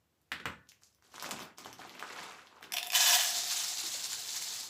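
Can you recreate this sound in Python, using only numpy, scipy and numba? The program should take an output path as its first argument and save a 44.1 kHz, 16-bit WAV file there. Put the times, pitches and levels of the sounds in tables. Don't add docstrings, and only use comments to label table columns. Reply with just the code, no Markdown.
import sys
import numpy as np
from scipy import signal
from scipy.fft import rfft, irfft, next_fast_len
from scipy.io import wavfile
from scipy.ndimage import uniform_filter1d
from numba import njit

SR = 44100
rng = np.random.default_rng(int(sys.argv[2]) if len(sys.argv) > 2 else 0)


def materialize(psi):
    bounded = np.clip(np.atleast_2d(psi).T, -1, 1)
    quanta = np.round(bounded * 32767).astype(np.int16)
    wavfile.write(sys.argv[1], SR, quanta)


def attenuation_scalar(level_db):
    decades = np.asarray(level_db, float) / 20
    return 10 ** decades


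N = 207137
TIME = np.arange(N) / SR


def on_log(table, hz, col=1):
    rows = np.array(table, float)
    return np.interp(np.log(np.maximum(hz, 1)), np.log(rows[:, 0]), rows[:, col])


def curves(table):
    s, *cols = np.transpose(table)
    inside = (TIME > s[0]) & (TIME < s[-1] + 0.01)
    gate = uniform_filter1d(1.0 * inside, size=600)
    return [np.interp(TIME, s, c) for c in cols] + [gate]


def unit(x):
    return x / np.sqrt(np.mean(x ** 2) + 1e-18)


def colour(x, table):
    size = next_fast_len(N)
    hz = np.arange(size // 2 + 1) * SR / size
    return irfft(rfft(x, size) * attenuation_scalar(on_log(table, hz)), size)[:N]


def crisp(x, hz, order=2):
    return signal.sosfilt(signal.butter(order, min(hz, 15000), "high", fs=SR, output="sos"), x)


def clicks(s, db):
    x = np.zeros(N)
    np.add.at(x, (np.asarray(s) * SR).astype(int), attenuation_scalar(db))
    return x


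def rattle(x, length_s):
    burst = signal.lfilter([1], [1, -np.exp(-1 / (length_s * SR))], x)
    return burst * rng.standard_normal(N)


def modes(x, table, spread_db, damp=0.77):
    out = 0
    for hz, width, db in table:
        where = attenuation_scalar(spread_db * rng.standard_normal(N)) * rng.choice([-1, 1], N)
        pole = np.exp((2j * hz - damp * width) * np.pi / SR)
        out = out + attenuation_scalar(db) * signal.lfilter([1], [1, -pole], x * where).imag
    return out


@njit
def moving_mode(x, hz, width):
    y, z = np.empty(len(x)), 0j
    for i in range(len(x)):
        z = z * np.exp((2j * hz[i] - width) * np.pi / SR) + x[i]
        y[i] = z.imag
    return y


@njit
def wavelets(s, hz, cycles, size):
    y = np.zeros(N)
    for k in range(len(s)):
        tau = cycles[k] * SR / hz[k]
        pole = np.exp(2j * np.pi * hz[k] / SR - 1 / tau)
        z = size[k] * np.e / tau + 0j
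        start = int(s[k] * SR)
        for j in range(min(N - start, int(8 * tau))):
            y[start + j] += j * z.imag
            z *= pole
    return y


def cloud(table, cycles, scatter_db, lift, count):
    u = rng.random((count, 3)).T
    s = u[0] * N / SR
    low, top = table[1][0], min(table[-1][0], 17000)
    hz = low * (top / low) ** u[1]
    db = on_log(table, hz) + 20 * np.log10(hz) - scatter_db * np.log(u[2] + 0.003)
    length = cycles + 0 * hz
    flat = np.sqrt(np.mean(wavelets(s, hz, length, attenuation_scalar(db)) ** 2))
    return wavelets(s, hz, length, attenuation_scalar(db + lift((u[0] * N).astype(int), hz))) / flat


# (frequency [Hz], density [dB per Hz])
ROOM_TONE = [(18, -57), (30, -34), (70, 9.5), (144, -1), (254, -7), (354, -7.5), (424, -10.5),
             (1420, -21.5), (6990, -32), (14000, -30)]


def room_tone():
    return attenuation_scalar(-70.5) * unit(colour(rng.standard_normal(N), ROOM_TONE))


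# (frequency [Hz], decay time t60 [s], level [dB])
REFLECTIONS = [(99, 0.48, 2), (410, 0.28, 0), (1460, 0.3, -2.5), (3940, 0.25, -1.5), (8300, 0.24, -1.5),
               (14300, 0.15, 2.5)]


def room(x, gap_s=0.0011, count=6):
    t, tail = TIME[:SR // 2], 0
    for hz in 60 * 2 ** np.arange(0, 8.2, 0.5):
        sos = signal.butter(2, [hz * 0.84, hz * 1.19], "band", fs=SR, output="sos")
        fade = attenuation_scalar(on_log(REFLECTIONS, hz, col=2) - 60 * t / on_log(REFLECTIONS, hz))
        tail = tail + fade * signal.sosfilt(sos, rng.standard_normal((count, len(t))))
    tail = tail * np.clip(t / gap_s - 0.5, 0, 1)
    spot = np.repeat(rng.integers(count, size=N // 300 + 1), 300)[:N]
    at_spot = 1.0 * (spot == np.arange(count)[:, None])
    shares = np.sqrt(uniform_filter1d(at_spot, size=100).clip(0))
    return signal.fftconvolve(x * shares, tail, axes=1).sum(axis=0)[:N]


# (time [s], peak [dB], handle pitch [Hz], table thump [dB], tick [dB])
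LANDINGS = [
    (0.318, -18.5, 1690, -22, -12.5),
    (0.4, -32, 1710, -12.5, -17),
    (0.456, -18, 1320, -14, -12),
]
# (frequency [Hz], width [Hz], level [dB])
TABLE_TOP = [(182, 61, 1), (281, 35, -1.5), (89, 35, -9), (463, 49, -3)]
# (frequency [Hz], level [dB], decay time t60 [s])
STEEL = [(1477, -8, 0.35), (1740, -1.5, 0.26), (1760, -7, 0.32), (2234, -17, 0.16)]


def scissors():
    s, db, hz, low, top = np.transpose(LANDINGS)
    clack = wavelets(s, hz, 0.42 + 0 * s, attenuation_scalar(db - 3))
    clack = clack + wavelets(s + 0.0022, 1.79 * hz, 0.36 + 0 * s, attenuation_scalar(db - 5))
    blades = [(f, np.log(1000) / np.pi / t60, level) for f, level, t60 in STEEL]
    steel = modes(clicks(s, db - 31), blades, 2.7)
    thump = modes(clicks(s + 0.0019, db + low), TABLE_TOP, 0)
    tick = crisp(rattle(clicks(s, db + top), 0.00084), 2300)
    return clack + steel + attenuation_scalar(-4) * thump + attenuation_scalar(-7.5) * tick


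# (time [s], peak [dB],
# centre [Hz], crisp top [dB])
FILM_SNAPS = [(.216, -55, 11500, -23), (0.672, -59, 3270, -17), (0.69, -43.5, 4200, -6.5),
              (0.719, -44.5, 2410, -12), (0.821, -54.5, 1374, -7), (0.835, -41.5, 5700, -12),
              (0.948, -59, 4080, 2), (0.986, -63, 1335, -15), (1.024, -52, 1340, -5), (1.086, -58, 708, -16),
              (1.142, -37, 1140, -17), (1.181, -32.5, 1200, -15), (1.198, -29.5, 3980, -17),
           (1.225, -28.5, 1100, -0.5), (1.244, -26, 1490, -16), (1.262, -33, 690, -10),
           (1.291, -30, 704, -7), (1.31, -25.5, 2860, -3.5), (1.315, -26, 1270, -22),
           (1.393, -31, 1140, -11), (1.431, -39, 670, -4), (1.584, -36, 1140, -2.5),
           (1.648, -37, 3000, -12), (1.659, -30.5, 930, -24), (1.729, -40, 2750, 1), (1.793, -36, 780, -18),
           (1.818, -34, 1440, -39), (1.85, -34.5, 825, -35), (1.895, -34.5, 3400, -14),
           (1.952, -46, 1000, -8), (1.996, -30, 3000, -10.5), (2.026, -23, 1310, -22),
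           (2.067, -71, 807, -20), (2.106, -33, 1350, -24), (2.471, -42.5, 3300, -19),
           (2.527, -44.5, 1110, -32), (2.61, -42.5, 890, -15), (2.628, -35, 1540, -8.5)]
# (time [s], peak [dB], centre [Hz])
WEIGHT_SHIFTS = [(1.67, -55, 112), (1.322, -38, 230), (3.369, -49.5, 360), (3.837, -45.5, 322),
                 (3.947, -44.5, 590)]


def bag_snaps():
    s, db, hz, top = np.transpose(FILM_SNAPS)
    snaps = wavelets(s, hz, 0.38 + 0 * s, attenuation_scalar(db - 0.5))
    snaps = snaps + attenuation_scalar(2) * crisp(rattle(clicks(s, db + top), 0.00047), 1600)
    s, db, hz = np.transpose(WEIGHT_SHIFTS)
    thuds = wavelets(s, hz, 1.05 + 0 * s, attenuation_scalar(db)) + wavelets(s, 3.37 * hz, 0.47 + 0 * s, attenuation_scalar(db + 6))
    return snaps + thuds


# (start [s], rise [s], fade by 20 dB [s], rustle [dB], treble [dB])
HAND_MOVES = [(0.684, 0.0082, 0.06, -76.5, 25.5), (0.799, 0.031, 0.2, -90.5, 29.5),
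              (1.02, 0.023, 0.5, -73, 8.5), (1.108, 0.038, 0.11, -55.5, 3.5), (1.19, 0.07, 0.06, -46, 2.5),
              (1.3, 0.016, 0.03, -46.5, 10.5), (1.331, 0.069, 0.12, -46, 0), (1.568, 0.018, 0.35, -56, 3.5),
              (1.639, 0.0083, 0.13, -53.5, 4), (1.779, 0.0082, 0.65, -53, -1.5),
              (1.9, 0.31, 0.29, -43.5, -5), (2.118, .17, 0.5, -64.5, 8.5), (2.4, 0.18, 1.9, -59, -18),
              (2.621, 0.0075, 0.08, -53, 3)]


def hand_level(s, hz):
    start, rise, fade, db, treble = np.transpose(HAND_MOVES)[:, :, None]
    up = np.clip(np.log2(hz / 2000) / 1.36, 0, 1)
    down = np.clip(np.log2(700 / hz) / 1.17, 0, 1)
    fall = 20 * (np.maximum(s - start - rise, 0) / fade) ** 1.27 * (1 + 0.96 * up)
    bottom = 7.5 - 40 * rise
    level = db - fall + (treble + 5.5) * up + bottom * down
    gain = np.clip((s - start) / rise, 0, 1) * attenuation_scalar(level)
    return 10 * np.log10(np.sum(gain ** 2, axis=0) + 1e-18)


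# (frequency [Hz], density [dB per Hz])
FILM_COLOUR = [(71, -48), (120, -19), (209, 0), (557, -3.5), (1340, 0.5), (1460, -6.5), (2480, -6.5),
               (14400, -30), (16000, -57)]


def bag_rustle():
    hold = int(0.012 * SR)
    clump_db = 2 * rng.standard_normal(N // hold + 1)
    rustle = cloud(FILM_COLOUR, 0.75, 3, lambda i, hz: hand_level(i / SR, hz) + clump_db[i // hold], 30000)
    slump = np.clip((TIME - 2.52) / 0.57, 0, 1)
    slide_colour = [(50, -9), (110, 1), (350, -2), (900, -3), (3000, -20.5)]  # (Hz, dB)
    slide = unit(colour(rng.standard_normal(N), slide_colour))
    return attenuation_scalar(-2) * rustle + attenuation_scalar(-60.5) * slump * slide


# (frequency [Hz], width [Hz], level [dB])
CUP_WALL = [(690.5, 10.2, -7), (717.6, 11.0, -5), (968, 44, -10), (1140, 160, -7), (1710, 84, -1.5),
            (1935, 25, -13), (2500, 39, -7.5), (3000, 124, 1), (3494, 48, -6.5), (4300, 260, -9),
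            (5070, 69, -8), (5680, 106, -6.5), (7260, 260, -29)]
# (time [s], peak [dB], tick [dB], low ring [dB])
LONE_GRAINS = [(2.7116, -56, -13, -3.5), (2.7215, -25, -2, -17), (2.7363, -21, -8, -18.5),
               (2.7666, -24, -17, -15), (2.7836, -20, -12, -19.5), (2.829, -22, -7.5, -18),
               (2.8584, -35, -13, -13), (2.8654, -33, -8, -29), (2.8706, -27.5, -2, -12),
               (2.9021, -22, -23, -20), (2.9209, -24, -5.5, -22), (2.9323, -22, -7.5, -9),
               (2.7395, -20, -7, -19), (2.7695, -19, -12, -28), (2.846, -35, -5, -33)]


def lone_grains():
    s, db, top, low = np.transpose(LONE_GRAINS)
    high_ring = modes(rattle(clicks(s, db), 0.00079), CUP_WALL[6:], 1.94, damp=3.84)
    low_ring = modes(clicks(s, db + low), CUP_WALL[:6], 3.5)
    tick = crisp(rattle(clicks(s, db + top), 0.00095), 5700)
    chatter = crisp(rattle(clicks(s, db - 7.5), 0.0014), 2200)
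    return attenuation_scalar(-17.5) * high_ring + attenuation_scalar(-4.5) * low_ring + attenuation_scalar(1.5) * tick + attenuation_scalar(-5) * chatter


# (frequency [Hz], density [dB per Hz])
PATTER_COLOUR = [(470, -38), (800, -1.5), (1070, -12), (1490, -7), (2070, -8.5), (3140, -7.5), (3820, -0.5),
                 (7110, 0.5), (9500, -6.5), (12400, -13), (20900, -120)]
# (time [s], patter level [dB])
POUR = [(2.92, -50), (2.955, -30.5), (3.02, -28.5), (3.165, -29), (3.205, -33), (3.45, -35.5), (3.7, -39.5),
        (4.55, -42.5), (4.697, -51.5)]


def stream():
    level, gate = curves(POUR)
    hold = int(SR / 55)
    flutter = np.repeat(rng.standard_normal(N // hold + 1), hold)
    level = level + 2 * unit(uniform_filter1d(flutter, hold)[:N])

    buried_s = 3.28
    buried = (1 + np.tanh((TIME - buried_s) / 0.058)) / 2
    since = np.maximum(TIME - buried_s, 0)
    base_db = -8.5 - 4 * buried - 12.5 * since
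    wall_db = -2.5 - 17 * buried - 4 * since
    tick_db = -2 - 6 * buried

    u = rng.random((9000, 2)).T
    hits = clicks(u[0] * (N - 1) / SR, -3 * np.log(u[1] + 0.003))
    base = attenuation_scalar(base_db) * unit(modes(hits, CUP_WALL[:2], 3.5))
    wall = attenuation_scalar(wall_db + 1.5) * unit(modes(hits, CUP_WALL[2:], 6.4, damp=1.0))
    ticks = attenuation_scalar(tick_db) * unit(crisp(rattle(hits, 0.0003), 10100, order=4))
    patter = cloud(PATTER_COLOUR, 1.13, 1.6, lambda i, hz: 0 * hz, 30000)
    u = rng.random((500, 3)).T
    stray_db = 6.5 - 2 * np.log(u[1] + 0.054)
    stray = wavelets(u[0] * N / SR, 4200 * 2 ** u[2], 0.85 + 0 * u[2], attenuation_scalar(stray_db))
    column_hz = 3790 + 680 * (TIME - POUR[0][0])
    column = unit(moving_mode(patter, column_hz, 2200.0))
    return gate * attenuation_scalar(level - 4.5) * (patter + attenuation_scalar(-13) * column + base + wall + ticks + stray)


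def rice():
    return crisp(lone_grains() + stream(), 625, order=6)


def scene():
    tool, snaps, rustle, grain = scissors(), bag_snaps(), bag_rustle(), rice()
    wet = room(attenuation_scalar(-26) * tool + attenuation_scalar(-28) * snaps + attenuation_scalar(-31) * rustle + attenuation_scalar(-30) * grain)
    return (tool + snaps + rustle + grain + wet + room_tone())[None]


def roll_off(x):
    return signal.sosfilt(signal.butter(12, 16820, fs=SR, output="sos"), x)


# (frequency [Hz], response [dB])
MICROPHONE = [(40, -20), (90, -7.5), (7900, 4.5), (8300, -0.5), (15000, 1), (15700, -23), (16000, -37)]


def record(dry):
    mix = colour(dry[0], MICROPHONE)[None]
    return roll_off(mix)


dry = scene()
out = record(dry)
materialize(out)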